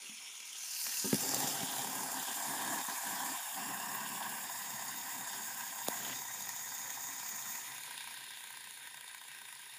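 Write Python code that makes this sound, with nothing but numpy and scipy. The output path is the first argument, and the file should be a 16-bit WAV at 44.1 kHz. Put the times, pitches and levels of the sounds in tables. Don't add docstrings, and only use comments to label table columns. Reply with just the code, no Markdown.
import sys
import numpy as np
from scipy import signal
from scipy.fft import rfft, irfft
from scipy.io import wavfile
from scipy.ndimage import uniform_filter1d

SR = 44100
rng = np.random.default_rng(int(sys.argv[2]) if len(sys.argv) > 2 else 0)


def materialize(psi):
    bounded = np.clip(np.atleast_2d(psi).T, -1, 1)
    quanta = np.round(bounded * 32767).astype(np.int16)
    wavfile.write(sys.argv[1], SR, quanta)


def voltage_ratio(level):
    return 10 ** (np.asarray(level, float) / 20)


N = 431298
TIME, HZ = np.arange(N) / SR, np.fft.rfftfreq(N, 1 / SR)

TURN_S, TURNS = 6.5, (-.03, 31.9056, -.513596, .0076509)
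GLIDE_WIDTH_HZ = 460
TREMBLE_DB, TREMBLE_HZ = 1, 23.66
SNAP_S = 5.8845

# frequency in Hz, density in dB per Hz.
ROOM_TONE_DB = [(18, -61), (30, -31), (54, -31), (90, 13), (118, 2), (447, -1), (700, -4), (910, -36),
                (1540, -120)]
# time in seconds, pitch in Hz, level in dB.
GLIDE_HZ_DB = [(.2, 3600, -79), (.32, 3302, -55), (.44, 3000, -70), (.52, 6200, -62), (.64, 6100, -49),
               (.72, 5200, -55), (.8, 4500, -47), (.9, 6200, -54), (1.0, 6900, -43), (1.12, 6900, -62),
               (1.45, 3290, -49), (1.6, 3280, -47), (1.8, 3490, -51.5), (2.08, 3600, -70),
               (2.2, 3500, -51), (2.34, 3300, -50.5), (2.46, 3300, -73), (7.72, 3730, -78),
               (7.85, 3650, -62), (8.1, 3626, -55.5), (8.5, 3510, -62.5), (8.9, 3430, -71),
               (9.3, 3450, -78)]
# start in seconds, peak in dB.
TICKS_DB = [(0.867, -31.5), (0.916, -38), (0.924, -35), (1.1287, -27), (5.870, -34), (5.942, -37),
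            (6.098, -36), (6.130, -34)]
# time in seconds, level in dB.
RUB_DB = [(5.93, -67), (6.0, -59), (6.04, -50), (6.07, -45.5), (6.1, -51), (6.135, -46), (6.142, -66)]
# start in seconds, peak in dB, push in ms, ring t60 in seconds,
# brightness in dB per octave.
THUDS = [(0.093, -51.5, 1.4, 0.39, -45), (0.864, -50, 0.18, .04, 17), (1.044, -31, 0.85, 0.18, 7),
         (1.054, -29, 0.73, 0.4, 4.5), (1.1297, -17.5, 0.83, 0.11, 4.5), (1.143, -22.5, 1.4, 0.11, -4),
         (1.224, -42, 1.4, .06, -7), (1.338, -28, 1, 0.04, 24), (1.365, -34, 1.1, 0.051, 14),
         (1.441, -34, 1.1, .07, -6), (1.609, -48, 1.4, 0.052, 2), (1.629, -32.5, 3.4, 0.053, -11),
         (2.883, -47, 1.9, 0.12, -10), (5.884, -34, 0.51, 0.064, 8)]
# frequency in Hz, level in dB, share of the thud's t60.
WOOD_MODES = [(215, -4, 0.47), (260, -2.5, 0.63), (375, -6, 0.32), (454, -12, 0.36), (553, -22, 0.23),
              (910, -16, 0.15), (1260, -21.5, 0.18), (1600, -20, 0.2)]
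# time in seconds, weight in dB.
PRESS_DB = [(0, 2.5), (.55, -4), (.82, -10.5), (.88, 7), (1.0, -4), (1.2, 1.5), (1.46, 0), (2.01, -1),
            (2.43, -4.5), (2.52, 4.5), (3.31, -0.5), (3.66, 6), (4.15, 6.5), (4.5, 1), (5.3, 0.5),
            (5.85, -3.5), (5.94, 3.5), (6.13, 5.5), (6.22, -3.5)]
# middle in seconds, length in seconds, weight change in dB.
LIFTS = [(2.255, .035, -16), (2.345, .03, -11), (2.85, .06, -23), (2.985, .12, -17), (3.455, .2, -22)]
PRESS_SHARE = (1., .24, .08, 0)
# start in seconds, peak above 3 kHz in dB, level near 1 kHz against it in dB.
RATTLES = [(1.1418, -19.5, -14), (1.2053, -37, -20), (1.289, -23, -19), (1.343, -19, -22), (1.401, -24, -2),
           (6.3081, -37, -3), (6.421, -34, -23), (6.4893, -26.5, -7), (6.902, -27, -13), (7.5548, -34, -10),
           (1.7809, -30, -17), (5.2071, -43, -15), (6.4503, -39, -15), (6.7785, -36, -17),
           (7.0848, -36, -17), (7.2884, -37, -12), (7.5054, -34, -18), (7.833, -34, -19), (7.976, -36, -15),
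           (8.706, -40, -3), (8.9421, -41, -8), (9.008, -39, -12), (9.145, -43, -13)]
# time in seconds, lead in turns.
SLIP_TURNS = [(2.2, .42), (2.4, 0)]
# time in seconds, peak in dB.
HARD_KNOCKS_DB = [(7.577, -27), (7.644, -39), (7.677, -41), (7.718, -33), (7.808, -41), (7.833, -41),
                  (7.909, -31), (7.942, -39), (7.977, -36), (8.007, -34), (8.041, -37), (8.074, -32),
                  (8.109, -36), (8.141, -39), (8.173, -35), (8.207, -40), (8.24, -39), (8.264, -40),
                  (8.306, -34), (8.335, -43), (8.372, -34), (8.406, -40), (8.439, -30), (8.472, -40),
                  (8.505, -33), (8.526, -36), (8.571, -35), (8.641, -39), (8.672, -40), (8.707, -40),
                  (8.738, -48), (8.773, -40), (8.797, -44), (8.829, -42), (8.872, -35), (8.943, -35),
                  (8.97, -34), (9.009, -39), (9.042, -39), (9.078, -37), (9.112, -39), (9.146, -34),
                  (9.18, -43), (9.214, -35), (9.237, -39), (9.283, -39), (9.347, -37), (9.386, -39),
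                  (9.416, -34), (9.453, -40), (9.486, -38), (9.526, -33), (9.551, -38), (9.593, -43),
                  (9.617, -41), (9.656, -44), (9.737, -40)]
# time in seconds, race level in dB.
NEARNESS_DB = [(0, -52), (.42, -52.5), (.85, -40.5), (1.03, -40), (1.3, -39), (1.45, -38.5), (1.6, -41.5),
               (1.93, -42.5), (2.25, -42.5), (3.15, -43), (3.75, -44.5), (5.8, -44.5), (6.0, -43.5),
               (6.25, -45), (7.57, -45), (7.72, -48.5), (8.09, -51.5), (8.88, -54.5), (9.78, -54.5)]
# time in seconds, pose number (0 carried, 1 brought near, 2 set down,
# 3 tilted, 4 steadied, 5 gripped, 6 left standing, 7 heard from afar).
POSE = [(0, 0), (.42, 0), (.82, 1), (1.12, 1), (1.24, 2), (1.48, 2), (1.7, 3), (2.1, 3), (2.2, 3.6),
        (2.42, 3.6), (2.5, 4), (3.3, 4), (3.65, 5), (4.3, 5), (4.65, 5.5), (5.85, 5.5), (6.2, 6), (7.58, 6),
        (7.66, 6.5), (7.95, 7)]
# frequency in Hz, width in Hz.
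MODES_HZ = [(100, 45), (133, 22), (213, 50), (275, 60), (385, 60), (500, 150), (800, 210), (990, 125),
            (1090, 120), (1300, 280), (1580, 150), (1720, 140), (1900, 230), (2350, 460), (2770, 310),
            (3280, 520), (3670, 260), (4250, 550), (4900, 650), (5450, 550), (6100, 550), (6750, 600),
            (7350, 650), (8300, 1100), (9350, 1000), (10400, 1000), (11700, 1500), (12900, 1100),
            (13800, 800), (14500, 700), (15150, 500)]
PART_EDGES_HZ = (600, 2200, 5700)
# desk, pencil, arms, race, all in dB.
KNOCK_DB = [
    (-15, -15, -10, -6),
    (-11, -14.5, -2, -9.5),
    (-12, -13.5, -6, -14),
    (-14.5, -11, -6, -5),
    (-14.5, -14.5, -11, -9),
    (-15.5, -16, -7, -12),
    (-14.5, -12, -11, -8),
    (-14.5, -5, -0.5, 3.5),
]
DESK_DB = [(-100, -93, -83, -83.5, -82, -78.5), (-96, -81, -73, -81, -80, -77.5),
           (-85, -58.5, -59.5, -55, -54, -54), (-79, -62.5, -58, -57, -63, -62),
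           (-80, -69, -58, -56.5, -65, -64), (-84, -70, -59.5, -64.5, -72, -72),
           (-74, -67.5, -66.5, -67.5, -74, -69.5), (-84, -76, -78, -79.5, -80, -78.5)]
PENCIL_DB = [(-73.5, -71.5, -87, -70, -71, -84, -71), (-65, -65.5, -79, -64, -60, -63, -61),
             (-45, -60, -62, -56, -56, -56, -53), (-48.5, -54.5, -62.5, -58, -55.5, -63, -57.5),
             (-48, -48, -53.5, -57.5, -52.5, -50, -53.5), (-48, -48.5, -51.5, -62, -51.5, -52.5, -53.5),
             (-57.5, -56, -75, -61.5, -58.5, -62.5, -53), (-71, -66.5, -83, -72, -63.5, -72, -60.5)]
ARMS_DB = [(-57.5, -59, -58, -66, -63, -66, -57.5), (-59, -55.5, -57.5, -62, -50.5, -47.5, -49.5),
           (-54.5, -56, -55.5, -57, -58, -46, -47), (-58, -60.5, -58, -65, -62, -54, -52.5),
           (-57.5, -60, -54, -56.5, -59, -55, -54.5), (-57, -53.5, -55.5, -58, -61.5, -53.5, -55),
           (-58, -68, -61.5, -57, -64.5, -57, -58), (-61.5, -64.5, -63, -61, -65, -67, -68.5)]
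RACE_DB = [(-57.5, -55, -62, -62.5, -56.5, -59.5, -65, -73, -69, -68, -78.5),
           (-48, -49, -48.5, -51.5, -47.5, -48.5, -48, -54, -49.5, -53, -61),
           (-47.5, -45.5, -42.5, -48, -48, -47.5, -50, -49, -47, -49, -56),
           (-54.5, -49.5, -49, -53, -49.5, -49, -53, -54.5, -52, -53, -59),
           (-57, -50, -49, -51, -50.5, -49.5, -52.5, -53, -52.5, -52, -63),
           (-72, -49.5, -47.5, -51, -53.5, -47, -50, -55.5, -52.5, -46.5, -58),
           (-55.5, -46.5, -52, -56, -56, -56, -58.5, -59, -53.5, -50.5, -62),
           (-72.5, -64, -64.5, -69, -59, -57.5, -65, -72.5, -63.5, -66, -82)]
# time in seconds, depth from 0 to 1.
NOTCH_DEPTH = [(3.3, 0.3), (3.45, 0.8), (4.4, 0.8), (4.5, 0.9), (4.85, 0.6), (5.7, 0.7), (5.8, .9),
               (5.9, 0), (6.3, 0.7), (7.45, 0.7), (7.72, 0.8), (7.8, .15), (8.3, 0.5), (9.0, 0.7),
               (9.4, 0.95), (9.78, 0.7)]
# frequency in Hz, limit against the mean treble line in dB.
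LINE_LIMIT_DB = [(3000, -32), (8000, -16), (10700, -11.5), (11300, -21), (12500, -13), (14300, -13),
                 (15000, -16), (15350, -10)]


def unit(x):
    return x / np.sqrt(np.mean(x ** 2))


def curve(table, column):
    return np.interp(TIME, np.array(table)[:, 0], np.array(table)[:, column])


def band(x, low_hz, high_hz, order=2):
    return signal.sosfilt(signal.butter(order, [low_hz, high_hz], "band", fs=SR, output="sos"), x)


def walk(rate_hz, size=1):
    gap = int(SR / rate_hz)
    knots = rng.standard_normal(N // gap + 1)
    at = gap * (np.arange(len(knots)) + .5)
    return unit(np.interp(np.arange(0, N, size), at, knots))


def swell(blows, rise_s):
    s = TIME[:SR // 40] / rise_s
    return signal.fftconvolve(blows, np.exp(-(s - 1.4) ** 2))[:N]


def room_tone():
    f, db = np.transpose(ROOM_TONE_DB)
    shape = voltage_ratio(np.interp(np.log(HZ + 1), np.log(f), db)) * (HZ < 700)
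    return voltage_ratio(-99) * unit(irfft(rfft(rng.standard_normal(N)) * shape, N))


def glide():
    hiss = unit(band(rng.standard_normal(N), 22, GLIDE_WIDTH_HZ) * voltage_ratio(2 * walk(60)))
    carrier = np.sin(2 * np.pi * np.cumsum(curve(GLIDE_HZ_DB, column=1)) / SR)
    return voltage_ratio(curve(GLIDE_HZ_DB, column=2)) * np.sqrt(2) * hiss * carrier


def ticks():
    out, s = np.zeros(N), TIME[:SR // 50]
    for (at_s, db), noise in zip(TICKS_DB, rng.standard_normal((len(TICKS_DB), len(s)))):
        tick = band(noise * np.exp(-s / 0.0014), 770, 2540)
        start = int(at_s * SR)
        out[start:start + len(s)] += voltage_ratio(db) * tick / np.max(np.abs(tick))
    return out


def rub():
    slips = rng.standard_normal(N) * voltage_ratio(2.8 * walk(200) + 3.2 * rng.exponential(size=N))
    scrape = unit(band(slips, 2320, 3520) + 0.5 * band(slips, 320, 2500))
    return voltage_ratio(curve(RUB_DB, column=1)) * scrape * (np.abs(TIME - 6.07) < .15)


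def thuds():
    out, s = np.zeros(N + SR), TIME[:SR // 4]
    detune = 1 + 0.013 * rng.standard_normal((len(THUDS), len(WOOD_MODES)))
    for (at_s, db, push_ms, t60_s, tilt_db), shift in zip(THUDS, detune):
        ring = 0
        for (f, mode_db, share), d in zip(WOOD_MODES, shift):
            decay = 1000. ** (-s / (share * t60_s))
            ring = ring + voltage_ratio(mode_db + tilt_db * np.log2(f / 300)) * np.sin(2 * np.pi * f * d * s) * decay
        push = np.hanning(int(push_ms * SR / 1000) + 3)
        hit = band(signal.fftconvolve(ring, push)[:len(s)], 150, 4400)
        start = int(at_s * SR)
        out[start:start + len(s)] += voltage_ratio(db) * hit / np.max(np.abs(hit))
    return out[:N]


def snap():
    s = np.clip(TIME - SNAP_S, 0, 1)
    crack = voltage_ratio(-19) * rng.standard_normal(N) * np.exp(-np.abs(TIME - SNAP_S) / .0007)
    swing = voltage_ratio(-15.0) * np.sin(2 * np.pi * 600 * s) * np.exp(-s / 0.00075)
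    return band(crack, 3200, 14000) - band(swing, 230, 1800, order=3)


def foot():
    lifts_db = sum(db * np.exp(-((TIME - at_s) / (length_s / 2)) ** 4) for at_s, length_s, db in LIFTS)
    return curve(PRESS_DB, column=1) + lifts_db + TREMBLE_DB * walk(TREMBLE_HZ)


def rattles(column):
    table, blows = np.array(RATTLES), np.zeros(N)
    blows[(table[:, 0] * SR).astype(int)] = voltage_ratio(np.sum(table[:, 1:column + 1], axis=1) - 11.0)
    return swell(blows, .0014)


def knocks():
    turns = np.polyval(TURNS[::-1], TIME - TURN_S) + curve(SLIP_TURNS, column=1)
    at = np.nonzero(np.diff(np.floor(turns)))[0]
    chance = rng.standard_normal((len(at), 3)).T
    lean = np.zeros(N)
    lean[at] = 110 * voltage_ratio(chance[1])
    at = np.clip(at + (0.001009 * SR * chance[0]).astype(int) - 90, 0, N - 1)
    beat = at.copy()
    size_db = -1.5 * (at > HARD_KNOCKS_DB[0][0] * SR)
    near_db = curve(NEARNESS_DB, column=1)
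    for s, db in HARD_KNOCKS_DB:
        k = np.argmin(np.abs(at - s * SR))
        at[k] = (s - .0015) * SR
        size_db[k] = 0.64 * (db - 15.5 - near_db[at[k]])
        chance[1:, k] = 0
    push, scrape = np.zeros((2, N))
    push_at = np.where(np.abs(at - beat) > .006 * SR, beat, at)
    push[push_at] = voltage_ratio(size_db + 1.6 * chance[1])
    scrape[at] = voltage_ratio(size_db + 2.7 * chance[2])
    return lean, 110 * push, 0.85 * swell(scrape, 0.0019)


def spinner():
    (lean, push, scrape), wobble = knocks(), walk(9.7)
    blows = np.nonzero(push)[0]
    reach = np.clip(blows[:, None] + np.arange(-60, 140), 0, N - 1)
    pose = curve(POSE, column=1)[::100]

    def posed(row):
        return np.interp(pose, np.arange(len(row)), row)

    def fine(db):
        return np.interp(TIME, TIME[::100], voltage_ratio(db))

    modes = np.array(MODES_HZ)
    coupling_db = np.hstack([DESK_DB, PENCIL_DB, ARMS_DB, RACE_DB]).T
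    parts = np.searchsorted(PART_EDGES_HZ, modes[:, 0])
    totals_db = [posed(10 * np.log10(np.sum(voltage_ratio(2 * coupling_db[parts == k]), axis=0))) for k in range(4)]
    near_db, weight_db = curve(NEARNESS_DB, column=1), foot()
    levels = [voltage_ratio(near_db + share * weight_db) * fine(total_db - totals_db[3])
              for share, total_db in zip(PRESS_SHARE, totals_db)]
    treble = rattles(column=1) / np.hypot(levels[2], levels[3])
    extra = [0, rattles(column=2) / levels[1], treble, treble]
    unsteadiness_db = [(0.49, 1.1, 2.06), (0.33, 1.7, 0.87), (0.1, 1.1, 1.5), (0.11, 0.9, 0.48)]
    out = 0
    for part, (wobble_db, rough_db, flicker_db) in enumerate(unsteadiness_db):
        strength = fine(posed(np.array(KNOCK_DB)[:, part]))
        shared = voltage_ratio(wobble_db * wobble + rough_db * walk(90)) * (1 + strength * scrape)
        shared = shared / np.sqrt(uniform_filter1d(shared ** 2, SR // 3)) + extra[part]
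        grit = unit(voltage_ratio(1.85 * rng.exponential(size=N)))
        for (f, width_hz), mode_db in zip(modes[parts == part], coupling_db[parts == part]):
            roll = rng.standard_normal(N)
            drive = shared * np.roll(grit, int(f)) * roll
            if part == 0:
                drive = drive + 1.21 * strength * lean
            elif f < 4000:
                phase = 2 * np.pi * rng.random()
                cycles = np.hanning(200) * np.sin(2 * np.pi * f * TIME[:200] + phase) / 50
                share = (0.58 * (f < 900) + 0.94 * (900 < f < 1150)
                         + 0.56 * (1150 < f < 1800) + 0.17 * (f > 1800))
                blow = share * strength * push * (1 + 0.22 * roll)
                drive[reach] += blow[blows, None] * cycles
            ring = band(drive, f - width_hz / 2, f + width_hz / 2, order=2 + (part == 3))
            ring = ring * np.sqrt(SR / 2 / width_hz)
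            level = uniform_filter1d(levels[part], size=3000) if f < 150 else levels[part]
            drift_db = flicker_db * walk(22, size=100) + 0.5 * walk(2.93, size=100)
            drift_db = drift_db + f / 8900.0 * walk(70, size=100)
            out = out + ring * level * fine(posed(mode_db) - totals_db[part] + drift_db)
    return out


def scene():
    near = spinner() + thuds() + glide() + ticks() + rub()
    s = TIME[:SR // 4]
    tail = rng.standard_normal(len(s)) * 1000. ** (-s / 0.11) * (s > .004)
    tail = tail / np.sqrt(np.sum(tail ** 2))
    near = near + voltage_ratio(-12.5) * signal.fftconvolve(near, tail)[:N]
    notch = signal.butter(2, [10950, 11900], "band", fs=SR, output="sos")
    dip = signal.sosfiltfilt(notch, near)
    near = near - np.clip(curve(NOTCH_DEPTH, column=1) + 0.087 * walk(12), 0, 1) * dip
    return (near + snap() + room_tone())[None]


def starve(x):
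    hz, _, z = signal.stft(x, SR, "hann", 2048, 1024)
    mean = uniform_filter1d(np.mean(np.abs(z[140:700]) ** 2, axis=0), size=3) ** .5
    whim_db = uniform_filter1d(rng.standard_normal((65, z.shape[1])), size=3)
    whim_db = np.repeat(whim_db, 16, axis=0)[:len(hz)]
    limit_db = np.interp(hz, *np.transpose(LINE_LIMIT_DB))[:, None] + 8.9 * whim_db
    limit = mean * voltage_ratio(limit_db) * (hz > 2800)[:, None]
    kept = z * (np.abs(z) > limit) * (hz < 15340)[:, None]
    return signal.istft(kept, SR, "hann", 2048, 1024)[1][:N]


def low_pass(x):
    return signal.sosfilt(signal.butter(12, 15530, fs=SR, output="sos"), x)


def record(dry):
    dry = signal.sosfilt(signal.butter(3, 85, "high", fs=SR, output="sos"), dry)
    mix = starve(dry[0])[None]
    return low_pass(mix)


dry = scene()
out = record(dry)
materialize(out)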